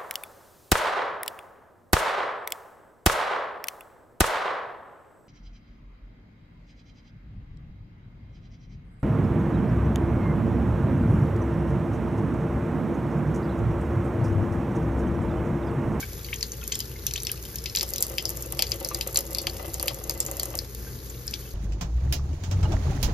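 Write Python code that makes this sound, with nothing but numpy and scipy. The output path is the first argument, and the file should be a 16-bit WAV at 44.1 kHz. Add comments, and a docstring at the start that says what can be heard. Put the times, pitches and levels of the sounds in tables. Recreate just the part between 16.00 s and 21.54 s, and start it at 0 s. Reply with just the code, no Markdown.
"""A thin tap stream falls into a steel kitchen sink; a hand rinsing leaves breaks it up, leaves it and returns.
Drops burst in the shallow water: each is a crack of noise, gliding bubble tones, a low plop and splatter.
From about 1.8 to 4.6 s the stream falls freely and its patter and lumps ring the modes of the basin.
Fine spray hisses as flickering filtered noise; low rumble and an appliance's wavering hum lie behind.
Two microphone ports a few centimetres apart hear it from the side."""
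import sys
import numpy as np
from scipy import signal
from scipy.fft import rfft, irfft
from scipy.io import wavfile

SR = 44100
rng = np.random.default_rng(int(sys.argv[2]) if len(sys.argv) > 2 else 0)


def store_wav(level_fs):
    """Save 16-bit WAV to argv[1]."""
    pcm = np.round(np.clip(np.atleast_2d(level_fs), -1, 1) * 32767)
    wavfile.write(sys.argv[1], SR, pcm.T.astype(np.int16))


N = 244314
HZ = np.arange(N // 2 + 1) * SR / N   # frequencies of the spectrum bins

# the hand leaves the stream and comes back; each change takes CHANGE_S and is complete at these times
STREAM_LANDS_S, STREAM_BROKEN_S, CHANGE_S = 1.82, 4.65, 0.072
SPRAY_DB, SPRAY_FADE_DB_PER_S = -44.5, 0.36   # rms at the start without gushes, then a slow fade
GUSH_RISE_S, GUSH_FALL_S = 0.043, 0.057
RUMBLE_DB = -43   # rms
MOTOR_HZ, MOTOR_DB = 57.7, -42.5   # mean pitch, rms

DRUM_BROKEN_DB, DRUM_FREE_DB = -60.5, -51   # middle level of the patter that drives the basin modes
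RANDOM_LUMPS_PER_S, RANDOM_LUMP_DB, LUMP_SPREAD_DB = 90, -35, 2.5   # free stream only
LUMP_KNOCK, LUMP_WASH = 1.9, 0.36   # gains of the sharp first contact and of the wash that follows

FAINT_PLINKS_PER_S, FAINT_PLINK_DB, FAINT_PLINK_CYCLES = 35, -54, 90   # lowest level; cycles in one t60
SWEEP_ROUGH_DB = 4   # spread of the level flutter
TICKS_PER_S, FREE_TICKS_PER_S = 70, 12   # faint drops; those added under the free stream
FREE_CRACK_DB = 10.5   # the free stream brightens the faint drops
TICK_MS = 0.26   # swell time of a lone tick
BUBBLE_RISE = .03   # relative pitch rise in one swell time
PLOP_HZ, PLOP_SPREAD_HZ = 2607, 180   # lowest plop pitch and random range, at the top of the plop's own swell
FREE_PLOP_RISE, FREE_PLOP_LONGER = 0.13, 0.657   # plops glide less and are shorter under the free stream
TWIN_DB, CRACK_OWN = -7.5, 0.13   # a second, smaller bubble; independent crack noise at each port
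SPLATTER_PER_S, SPLATTER_DB, SPLATTER_T60_S = 2500, -24.5, 0.026   # level relative to bubble plus plop
SPLATTER_OWN = 1   # independent part at each port

SINK_T60_S, SINK_DB = 0.11, -9.5   # dense tail: decay of its noise, energy at the left port
ECHO_S, ECHO_DB, ECHO_CUT_HZ = .0035, -12.5, 42000
RING_DB = -43   # offset of all ringing high modes
RIPPLE_PER_S = 1100   # the moving water film keeps changing the tail
CUTOFF_HZ = 16500


def from_db(db):
    """The logarithmic level law: a level in dB becomes an amplitude gain."""
    return 10 ** (np.asarray(db) / 20)


def rms_one(x):
    """Normalisation by mean power: x scaled to rms 1."""
    return x / np.sqrt(np.mean(x ** 2) + 1e-20)


def at_hz(points, hz):
    """Logarithmic pitch scale: a table is interpolated evenly over log frequency."""
    table = np.array(points)
    return np.interp(np.log(hz + 1), np.log(table[:, 0]), table[:, 1])


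def coloured(x, spectrum):
    """Linear filtering: each frequency of x is weighted by a gain in dB."""
    return irfft(rfft(x) * from_db(at_hz(spectrum, HZ)), N)


def drift(rate):
    """Low-pass random process: white noise through two equal poles at rate Hz wanders with spread 1."""
    r = np.exp(-2 * np.pi * rate / SR)
    wander = signal.lfilter([1], [1, -2 * r, r * r], rng.standard_normal(N + SR))
    return rms_one(wander[SR:])   # the first second settles the filter


def resonance(x, hz, width):
    """Damped oscillator: a two-pole band-pass with gain near 1 on top, whose width sets its decay."""
    r = np.exp(-np.pi * width / SR)
    poles = [1, -2 * r * np.cos(2 * np.pi * hz / SR), r * r]
    return signal.lfilter([(1 - r * r) / 2, 0, (r * r - 1) / 2], poles, x)


def partly_alike(mid, side):
    """Partial coherence: mid and side noise are weighted so that the ports correlate band by band."""
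    # Correlation of steady noise at the two ports: frequency_hz, correlation
    likeness = [(60, 0.94), (300, 0.87), (600, 0.88), (900, 0.25), (2000, 0.53), (5000, 0.37), (7500, 1),
                (16000, 1)]
    alike = np.clip(at_hz(likeness, HZ), 0, 1)
    common = np.sqrt(1 + alike) * rfft(mid)
    opposed = np.sqrt(1 - alike) * rfft(side) * [[1], [-1]]
    return irfft(common + opposed, N) / np.sqrt(2)


def two_draws(make):
    """Independent sources add in power: two runs of a noise maker give stereo noise of rms 1."""
    return rms_one(partly_alike(make(), make()))


def ports(x):
    """Diffraction and path difference: the housing and the gap shift level and phase between the ports."""
    # Left level above right: frequency_hz, level_db
    left_louder = [(60, 1.5), (300, 3), (1500, 0.8), (3000, 4.5), (4000, 4.5), (4900, 8), (6200, 3),
                   (8000, -0.5), (16000, 0.3)]
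    # Left phase ahead of right: frequency_hz, phase_rad
    left_leads = [(60, 0), (300, .1), (780, .9), (1500, -1.5), (1900, .4), (3000, .9), (4600, .4),
                  (5500, -1.3), (6600, -1.5), (8200, -3.1), (10000, -4.8), (12000, -6.3), (15500, -9.4)]
    half = from_db(at_hz(left_louder, HZ) / 2) * np.exp(.5j * at_hz(left_leads, HZ))
    return irfft(rfft(x) * [half, 1 / half], N)


def sink(x):
    """Reflection and reverberation: a near-wall echo, ringing high modes, and a dense tail torn by ripples."""
    # Colour of the tail: frequency_hz, gain_db
    tail_colour = [(1200, 5.5), (2000, 12.5), (3500, 11), (5000, 13), (8000, 4.5), (16000, 3.5)]
    # High modes of the basin: pitch_hz, level_db (before RING_DB), t60_s
    high_modes = [(3030, -27, 0.14), (3150, -2, 0.091)]
    t = np.arange(N) / SR
    shared, own = rng.standard_normal(N), rng.standard_normal((2, N))
    decay = from_db(-60 * t / SINK_T60_S) * (1 - np.exp(-t / 0.00029))
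    tail = coloured((shared + 0.75 * own) * decay, tail_colour)
    tail = from_db(SINK_DB) * tail / np.sqrt(np.sum(tail[0] ** 2))
    ring = sum(from_db(RING_DB + db - 60 * t / t60) * np.sin(2 * np.pi * hz * t)
               for hz, db, t60 in high_modes)
    delay = np.exp(-2j * np.pi * HZ * ECHO_S)
    echo = from_db(ECHO_DB) * delay / (1 + 1j * HZ / ECHO_CUT_HZ) ** 2
    ripples = np.cos(1.3 * drift(RIPPLE_PER_S)) + np.sin(1.3 * drift(RIPPLE_PER_S))
    return irfft(rfft(x * ripples) * rfft(tail) + rfft(x) * (rfft(ring) + echo), N)


def hum():
    """Narrow-band noise: a motor tone of unsteady speed, and noise twice through resonances that wavers."""
    # Wavering tones: pitch_hz, width_hz (of each of two passes), level_db (rms)
    hum_tones = [(37, 10, -57), (86.14, 3.5, -50), (122.6, 24, -48), (223.6, 25, -57.5), (342.8, 28, -60.5),
                 (474, 7.4, -78)]
    white = rng.standard_normal(N + SR)
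    turns = np.cumsum(MOTOR_HZ + 0.58 * drift(3.3)) / SR
    motor = from_db(MOTOR_DB + 0.38 * drift(22)) * np.sqrt(2) * np.sin(2 * np.pi * turns)
    tones = sum(from_db(db) * rms_one(resonance(resonance(white, hz, width), hz, width)[SR:])
                for hz, width, db in hum_tones)
    return motor + tones


def rumble():
    """Spectral shaping: steady noise is weighted towards the bass."""
    # Shape of the rumble before scaling to rms 1: frequency_hz, density_db
    rumble_colour = [(15, -62), (25, -29), (41, -18.5), (64, 1), (87, -8.5), (124, -5.5), (244, -18.5),
                     (458, -11), (541, -22.5), (900, -64), (1170, -77), (1980, -120)]
    return from_db(RUMBLE_DB) * two_draws(lambda: coloured(rng.standard_normal(N), rumble_colour))


def free_stream():
    """Crossfade between flow states: 0 while the hand breaks the stream up, 1 while it falls freely."""
    t = np.arange(N) / SR
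    landing = (t - STREAM_LANDS_S) / CHANGE_S + 1
    breaking = (STREAM_BROKEN_S - t) / CHANGE_S
    return np.clip(np.minimum(landing, breaking), 0, 1)


def spray_level():
    """Level envelope in dB: a slow linear fade, with a quick rise and fall at each gush."""
    # Gushes off the hand that raise the spray: peak_s, rise_db (above the steady spray)
    gush_peaks = [(0, 10.5), (1.79, 3)]
    t = np.arange(N) / SR
    gush = sum(db * np.clip(np.minimum(1 + (t - s) / GUSH_RISE_S, 1 - (t - s) / GUSH_FALL_S), 0, 1)
               for s, db in gush_peaks)
    return SPRAY_DB - SPRAY_FADE_DB_PER_S * t + gush


def spray(grain_db, gust_db):
    """Modulated noise: many fine droplets make a hiss that flickers fast and swells in short gusts."""
    # Colour of the hiss as the microphone hears it, before scaling to rms 1: frequency_hz, density_db
    hiss_colour = [(400, 1.5), (800, 2), (1700, 2.5), (2700, -6), (3600, -2), (5000, 1), (7000, 5),
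                   (8700, -10), (10200, 1), (12500, 6.5), (14200, 5), (15500, -2)]
    grains = rng.standard_normal(N) * from_db(grain_db * drift(220))
    return coloured(grains, hiss_colour) * from_db(gust_db * drift(22.0))


def drumming(free, patter_db, lump_s, slap_hz):
    """Forced modal vibration: patter rings the basin modes; brief, spread-out lumps favour the higher ones."""
    # Modes of the basin: pitch_hz, width_hz, level_db (response to the force)
    basin_modes = [(336.3, 17, -2.5), (415, 20, -16), (474, 35, -10), (546, 39.5, -3.5), (654, 40, -12.5),
                   (769.4, 26, -12.5), (897, 42, -15), (1188, 200, -12.5), (2020, 62, -17.5),
                   (2750, 420, -16.5)]
    # Single lumps of the stream, strong and weak: start_s, level_db (strength of the blow)
    timed_lumps = np.array([(1.827, -17.5), (2.098, -45), (2.134, -24), (2.182, -35), (2.257, -36),
                            (2.524, -21.5), (2.545, -33), (2.577, -42), (2.592, -17.5), (2.625, -23),
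                            (2.71, -26), (2.739, -24.5), (2.81, -19.5), (2.858, -20.5), (2.947, -27),
                            (3.065, -18.5), (3.144, -34), (3.158, -22), (3.191, -23), (3.339, -37),
                            (3.438, -26), (3.47, -19.5), (3.596, -16.5), (3.646, -18.5), (3.679, -27),
                            (3.746, -27), (3.797, -23.5), (3.828, -14.5), (3.877, -21), (3.905, -19.5),
                            (4.081, -51), (4.096, -19.5), (4.335, -25), (4.43, -21), (4.455, -26),
                            (4.206, -33), (4.263, -42), (4.285, -17.5), (4.313, -21), (4.395, -19.5),
                            (4.506, -27), (4.54, -16)])
    drum_db = DRUM_BROKEN_DB + (DRUM_FREE_DB - DRUM_BROKEN_DB) * free
    strength = from_db(RANDOM_LUMP_DB + LUMP_SPREAD_DB * rng.standard_normal(N))
    hits = (rng.random(N) < RANDOM_LUMPS_PER_S * free / SR) * strength
    hits[(timed_lumps[:, 0] * SR).astype(int)] = from_db(timed_lumps[:, 1])
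    fade = np.exp(-1 / (lump_s * SR))
    slaps = signal.lfilter([1 - fade], [1, -2 * fade, fade ** 2], hits)
    patter = from_db(drum_db + patter_db * drift(37))
    mode_hz = np.array(basin_modes)[:, :1]
    reach = 1 / (1 + (slap_hz / mode_hz) ** 4)   # a short slap misses the low modes
    push = patter + LUMP_WASH * slaps * reach
    knock = LUMP_KNOCK * hits * reach
    force = rng.standard_normal((2, N))
    modes = 0
    for k, (hz, width, db) in enumerate(basin_modes):
        level = from_db(db) * np.sqrt(SR / width / 2)   # equal noise power whatever the width
        modes = modes + (-1) ** k * level * resonance(force * push[k] + knock[k], hz, width)
    mid, side = modes
    return partly_alike(mid, side)


def plinks():
    """Bubble resonance: trapped air rings as decaying, wobbling sines; many faint ones come at random."""
    # Ringing tones of the clearest plinks, some several to a plink:
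    # start_s, level_db (before soft start and wobble), pitch_hz, t60_s
    plink_tones = [(.027, -26.5, 2270, 0.045), (0.029, -27, 1580, 0.044), (0.959, -40.5, 2120, 0.056),
                   (0.286, -39, 2120, 0.056), (0.62, -41, 1400, 0.051), (0.63, -34, 2550, 0.025),
                   (1.06, -41.5, 1630, 0.038), (1.539, -43, 1610, .04), (0.026, -27, 3200, 0.014),
                   (0.201, -42, 1300, 0.022), (0.21, -42, 2400, .02), (0.286, -34, 3030, 0.015),
                   (.614, -35, 3300, 0.018), (1.34, -37, 1270, .02), (2.913, -27, 1175, 0.05),
                   (2.914, -33, 1070, 0.046), (4.868, -41, 1580, 0.12), (1.3, -45, 1600, 0.061),
                   (5.097, -30, 7100, 0.026)]
    born = np.flatnonzero(rng.random(N) < FAINT_PLINKS_PER_S / SR)
    u = rng.random((N, 2))[born]
    faint_hz = 2600 * 2.8 ** u[:, 0]
    faint = np.c_[born / SR, FAINT_PLINK_DB + 9 * u[:, 1], faint_hz, FAINT_PLINK_CYCLES / faint_hz]
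    s, peak_db, hz, t60 = np.r_[plink_tones, faint].T[:, :, None]
    steps = np.arange(SR // 6)
    age = steps / SR
    soft_start = 1 - np.exp(-age / 0.00029)
    rings = from_db(peak_db - 60 * age / t60) * np.sin(2 * np.pi * hz * age) * soft_start
    out = np.bincount(((s * SR).astype(int) + steps).ravel(), rings.ravel(), N)[:N]
    return out * from_db(2.0 * drift(150))


def sweeps():
    """Shrinking cavity: as a drip's cavity closes slowly, a rough sine whistles upward under a smooth swell."""
    # Slowly closing cavities: start_s, level_db (before roughness), from_hz, to_hz, length_ms
    closing_cavities = [(0.324, -25.5, 1445, 4040, 13.8), (1.156, -24, 1900, 4230, 7.2),
                        (1.177, -40, 2420, 4200, 6), (1.292, -32.5, 1875, 4430, 9.3),
                        (1.751, -30, 1890, 5030, 7.2), (5.334, -27, 1900, 5500, 8.1)]
    out, t = np.zeros(N), np.arange(N) / SR
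    for s, peak_db, from_hz, to_hz, ms in closing_cavities:
        part = np.clip((t - s) * 1000 / ms, 0, 1)
        turns = np.cumsum(from_hz * (to_hz / from_hz) ** part) / SR
        out += from_db(peak_db) * np.sin(np.pi * part ** 0.99) ** 2 * np.sin(2 * np.pi * turns)
    return out * from_db(SWEEP_ROUGH_DB * drift(480))


def small_pops(per_s, level_db, crack_db):
    """Random arrivals: faint drops fall at chance instants, with chance levels, pitches and swell times."""
    at = np.flatnonzero(rng.random(N) < per_s / SR)
    u = rng.random((N, 5))[at]
    db = level_db[at]
    bubble_db, bubble_hz = db + 12 * u[:, 0], 2200 * 3.4 ** u[:, 1]
    plop_db = db - 14 + 14 * u[:, 2]
    bright_db = db + crack_db[at] + 15 * u[:, 3]
    return np.c_[at / SR, bubble_db, bubble_hz, plop_db, bright_db, .25 + .6 * u[:, 4]]


def ticks():
    """Impact without resonance: droplets too small to trap a bubble give bursts that are all crack."""
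    # Lone bright ticks: start_s, crack_db (before the trim and colour of the bursts)
    lone_ticks = [(0.6773, -9), (1.8898, -14), (1.905, -16), (2.067, -13), (2.1605, -28), (2.225, -20),
                  (2.2925, -9.5), (2.303, -10.5), (2.3714, -13), (2.4239, -12), (2.4623, -26),
                  (2.5718, -21), (2.8077, -17), (2.828, -20), (2.8743, -20), (2.958, -30), (3.0736, -10),
                  (3.076, -11), (3.1453, -9), (3.207, -13.5), (3.3315, -16), (3.4176, -16), (3.86, -19),
                  (3.8743, -13), (3.9445, -16), (4.2507, -17), (4.3686, -11), (4.456, -12), (4.483, -29),
                  (4.578, -15), (5.268, -21), (5.31, -16)]
    s, db = np.transpose(lone_ticks)
    none = np.full(len(s), -120.)
    return np.c_[s, none, 0 * s, none, db, TICK_MS + 0 * s]


def splatter(strength, t):
    """Secondary impacts: each burst throws a dying scatter of droplets, ringing briefly at a few pitches."""
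    shape = (len(strength), len(t))
    falls = (rng.random(shape) < SPLATTER_PER_S / SR) * from_db(6 * rng.standard_normal(shape))
    falls = falls * strength * from_db(SPLATTER_DB - 60 * t / SPLATTER_T60_S)
    signs = rng.choice([-1, 1], shape)
    sides = falls * (signs + SPLATTER_OWN * rng.standard_normal((2,) + shape))
    pitches = np.geomspace(2300, 7000, 9)
    dealt = rng.integers(0, 9, shape[0])[:, None] + rng.choice([0, 2, 5], shape)   # three pitches a burst
    return sum(np.sqrt(SR / hz) * resonance(sides * (dealt % 9 == k), hz, 0.21 * hz)
               for k, hz in enumerate(pitches))


def pops(faint, free, rise, plop_rise, plop_longer, ragged, steep):
    """Drop impact and bubble oscillation: a noise crack, two torn bubbles, a slower rising plop, splatter."""
    # Loudest bursts, levels before trim and colour:
    # start_s, bubble_db, bubble_hz (at the top of the swell), plop_db, crack_db, swell_ms (at least 0.2)
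    loud_bursts = [(0.1321, -35, 6000, -50, -25, 1.3), (0.2449, -28.5, 4440, -29, -23.5, 1.3),
                   (0.341, -23.5, 5830, -48, -17, 1.1), (0.359, -25, 6300, -50, -24, 1.2),
                   (0.4085, -22.5, 5480, -29, -34, 1.6), (0.4275, -11, 4550, -23, -40, 1),
                   (0.4285, -17, 6360, -57, -44, 0.77), (0.5189, -18, 6300, -55, -43, 0.74),
                   (0.6389, -28.5, 6600, -50, -23, 1.2), (0.7165, -32, 5970, -43, -40, 1.6),
                   (0.7195, -12.5, 3090, -18.5, -45, 1.45), (0.7218, -15, 6140, -30, -40, 1.65),
                   (0.7455, -20, 5210, -50, -32, 1.1), (0.7529, -20, 7130, -45, -14, 1.6),
                   (0.7535, -15.5, 3420, -45, -40, 0.93), (0.7905, -29, 6896, -50, -9.5, 0.67),
                   (0.7975, -22, 3020, -42, -40, 2.1), (0.8033, -17.5, 4930, -40, -15, 1.56),
                   (0.856, -29, 5360, -50, -37, 0.66), (1.0665, -8, 5850, -48, -5, 0.56),
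                   (1.1096, -19, 5770, -20.5, -30, 0.82), (1.1371, -14, 5850, -50, -15, 0.53),
                   (1.1605, -16, 5970, -45, -35, 0.96), (1.1772, -18, 3600, -50, -35, 1.1),
                   (1.2011, -21, 5840, -42, -34, 1.3), (1.2211, -24, 6100, -50, -30, 0.92),
                   (1.2329, -24, 6600, -32, -11.5, 0.5), (1.2499, -23, 4400, -50, -18, 0.96),
                   (1.2689, -10.5, 5470, -13, -35, 0.65), (1.3161, -37, 7200, -25, -3.5, 0.18),
                   (1.358, -36, 4240, -50, -40, 0.95), (1.374, -29, 2670, -40, -40, 0.87),
                   (1.426, -33, 6300, -54, -23, 0.92), (1.452, -24, 2980, -40, -23, 0.98),
                   (1.5571, -22, 6300, -29, -12.5, 1.2), (1.5842, -23.5, 5270, -50, -24, 1.5),
                   (1.64, -31, 5550, -50, -15.5, .8), (1.6582, -17, 4900, -13.5, -39, 0.89),
                   (1.697, -24.5, 5280, -50, -38, 1.6), (1.6965, -29, 4180, -50, -38, 1.1),
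                   (1.7501, -12, 4760, -12, -12, 0.89), (1.76, -6.5, 6400, -39, -5, 0.17),
                   (1.7712, -6, 4420, -10.5, -14, 0.48), (1.7867, -16.5, 6000, -40, -23, 1),
                   (1.7957, -6.5, 4740, -30, -28, 0.29), (1.8102, -4.5, 5000, -4, -20, 0.19),
                   (1.8297, -17.5, 6640, -18, -8, 0.65), (1.832, -15.5, 5200, -38, -30, 0.74),
                   (1.9365, -15.5, 5110, -42, -9, 0.65), (1.9599, -11.5, 6100, -14, -13, 0.42),
                   (1.9817, -17, 4950, -44, -12, 0.74), (2.0053, -22, 7080, -48, -14, 2.4),
                   (2.0249, -7.5, 5640, -39, -0.5, 0.17), (2.0977, -26, 5160, -49, -15.5, 0.42),
                   (2.1821, -12.5, 4920, -1.5, -13.5, 1), (2.2541, -7.5, 5040, -49, -14, 0.63),
                   (2.5227, -30, 6560, -25, -8.5, 1.7), (2.5918, -10, 4810, -3.5, -5.5, 1),
                   (2.6226, -5.5, 4490, -8, -1.5, 0.77), (2.6677, -21, 4660, -35, -31, 1),
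                   (2.7104, -34, 6540, -28, -22, 2.5), (2.718, -8.5, 4840, -33, -45, 0.89),
                   (2.8472, -14, 5040, -46, -9.5, 0.79), (2.8876, -19, 6100, -47, -9.5, 0.47),
                   (2.946, -14, 4770, -44, -7.5, 1.2), (3.0104, -11, 4680, -5, -13, 0.94),
                   (3.1588, -5.5, 4400, -14, -9.5, 0.44), (3.1728, 3, 7060, -39, -4.5, 0.19),
                   (3.1886, -15.5, 4930, -42, -6, 1), (3.348, -7, 4920, -56, -12, 0.5),
                   (3.3843, -11.5, 4690, -55, -13, 1), (3.4694, -10, 4740, -2, -11.5, 0.75),
                   (3.4967, -21.5, 4420, -32, -23, 1.2), (3.5676, -31, 4900, -20, -34, 0.43),
                   (3.6584, -40, 5840, -24, -21, 0.91), (3.7358, -29, 4800, -53, -20, 0.58),
                   (3.7417, -20, 6900, -49, -10.5, 0.94), (3.7977, -13.5, 4600, -18, -12.5, 0.32),
                   (3.8271, -32, 7960, -25, -7, 0.9), (3.8811, -10.5, 4550, -1, -7.5, 0.88),
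                   (4.0399, -26, 6260, -45, -18, 0.85), (4.0954, -13, 4820, -39, -8, 1.1),
                   (4.1085, -21.5, 6100, -46, -16, 1), (4.203, -10, 7540, -45, -4.5, 0.76),
                   (4.2086, -21, 7000, -50, -31, 0.6), (4.2634, -20, 6870, -44, -13.5, 0.91),
                   (4.3132, -31, 5420, -50, -11.5, 0.18), (4.3968, -12.5, 4510, -42, -8, 1),
                   (4.4319, -18, 7300, -23.5, -9, 0.9), (4.5531, -28, 7840, -32, -10, 0.59),
                   (4.589, -9, 4780, -48, -13, 0.47), (4.748, -30, 6330, -40, -16, 0.7),
                   (5.2779, -14, 5260, -50, -26, 0.82), (5.339, -13, 4740, -26, -43, 0.59)]
    # Colour of all bursts: frequency_hz, gain_db
    burst_colour = [(1200, -33), (2000, -13), (3000, -15), (4000, -6.5), (5000, -6.5), (6000, -7),
                    (7500, 0), (9000, -8), (13000, 0), (16000, -10.5)]
    rows = np.r_[loud_bursts, ticks(), faint]
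    s, bubble_db, bubble_hz, plop_db, crack_db, ms = np.transpose(rows)[:, :, None]
    start = (s * SR).astype(int)
    steps = np.arange(800)
    t = steps / SR
    noise, chance = rng.standard_normal((len(rows), 800)), rng.random((len(rows), 4))

    def swell(ms):
        """Critically damped envelope: rises to 1 at ms, then dies away."""
        return (t * 1000 / ms * np.exp(1 - t * 1000 / ms)) ** steep

    def chirp(hz, ms, rise, turn):
        """Linear frequency glide: a swelling sine that passes hz at time ms."""
        turns = hz * t * (1 + rise * (t * 1000 / ms / 2 - 1)) + turn
        return swell(ms) * np.sin(2 * np.pi * turns)

    ms = np.maximum(ms, .2)
    freely = free[start]
    plop_rise = plop_rise + (FREE_PLOP_RISE - plop_rise) * freely
    plop_longer = plop_longer + (FREE_PLOP_LONGER - plop_longer) * freely
    sides = noise + CRACK_OWN * rng.standard_normal((2,) + noise.shape)
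    bright = signal.sosfilt(signal.butter(3, 6000, "high", fs=SR, output="sos"), sides)
    crack = from_db(crack_db - 3.5) * bright * swell(0.53 + 0.11 * ms)
    dull = signal.lfilter([.4], [1, -.75], noise[:, ::-1])   # the bubble wall tears unevenly
    twin_hz = 1.1 * bubble_hz * 1.312 ** chance[:, 3:]
    twin = from_db(TWIN_DB) * chirp(twin_hz, 0.78 * ms, rise, chance[:, 2:3])
    pair = chirp(bubble_hz, ms, rise, chance[:, :1]) + twin
    bubble = from_db(bubble_db) * pair * (1 + ragged * dull)
    plop_hz = PLOP_HZ + PLOP_SPREAD_HZ * chance[:, 1:2]
    low = chirp(plop_hz, plop_longer * ms, plop_rise, chance[:, 2:3])
    plop = from_db(plop_db) * low * (1 + 0.14 * dull)
    bursts = crack + bubble + plop + splatter(from_db(bubble_db) + from_db(plop_db), t)
    at = (start + steps).ravel()
    placed = np.array([np.bincount(at, b.ravel(), N + 800)[:N] for b in bursts])
    return coloured(placed, burst_colour)


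def scene():
    """Superposition: water and its reflections in the sink add to the drumming basin, rumble and hum."""
    free, spray_db = free_stream(), spray_level()
    steady = rumble() + hum()
    water = from_db(spray_db) * two_draws(lambda: spray(grain_db=-2.0, gust_db=1.3))
    basin = drumming(free, patter_db=2.0, lump_s=0.003, slap_hz=432)
    faint = small_pops(TICKS_PER_S + FREE_TICKS_PER_S * free, spray_db, FREE_CRACK_DB * free)
    bursts = pops(faint, free, rise=BUBBLE_RISE, plop_rise=0.287, plop_longer=1.72, ragged=0.72, steep=1.2)
    drops = plinks() + sweeps() + bursts
    return ports(drops + water + sink(drops + water) + basin + steady)


def record(dry):
    """Saturation and band limiting: the highest peaks are rounded, the top is cut."""
    low_pass = signal.cheby2(12, 70, CUTOFF_HZ, fs=SR, output="sos")
    return signal.sosfilt(low_pass, np.tanh(dry))


dry = scene()
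out = record(dry)
store_wav(out)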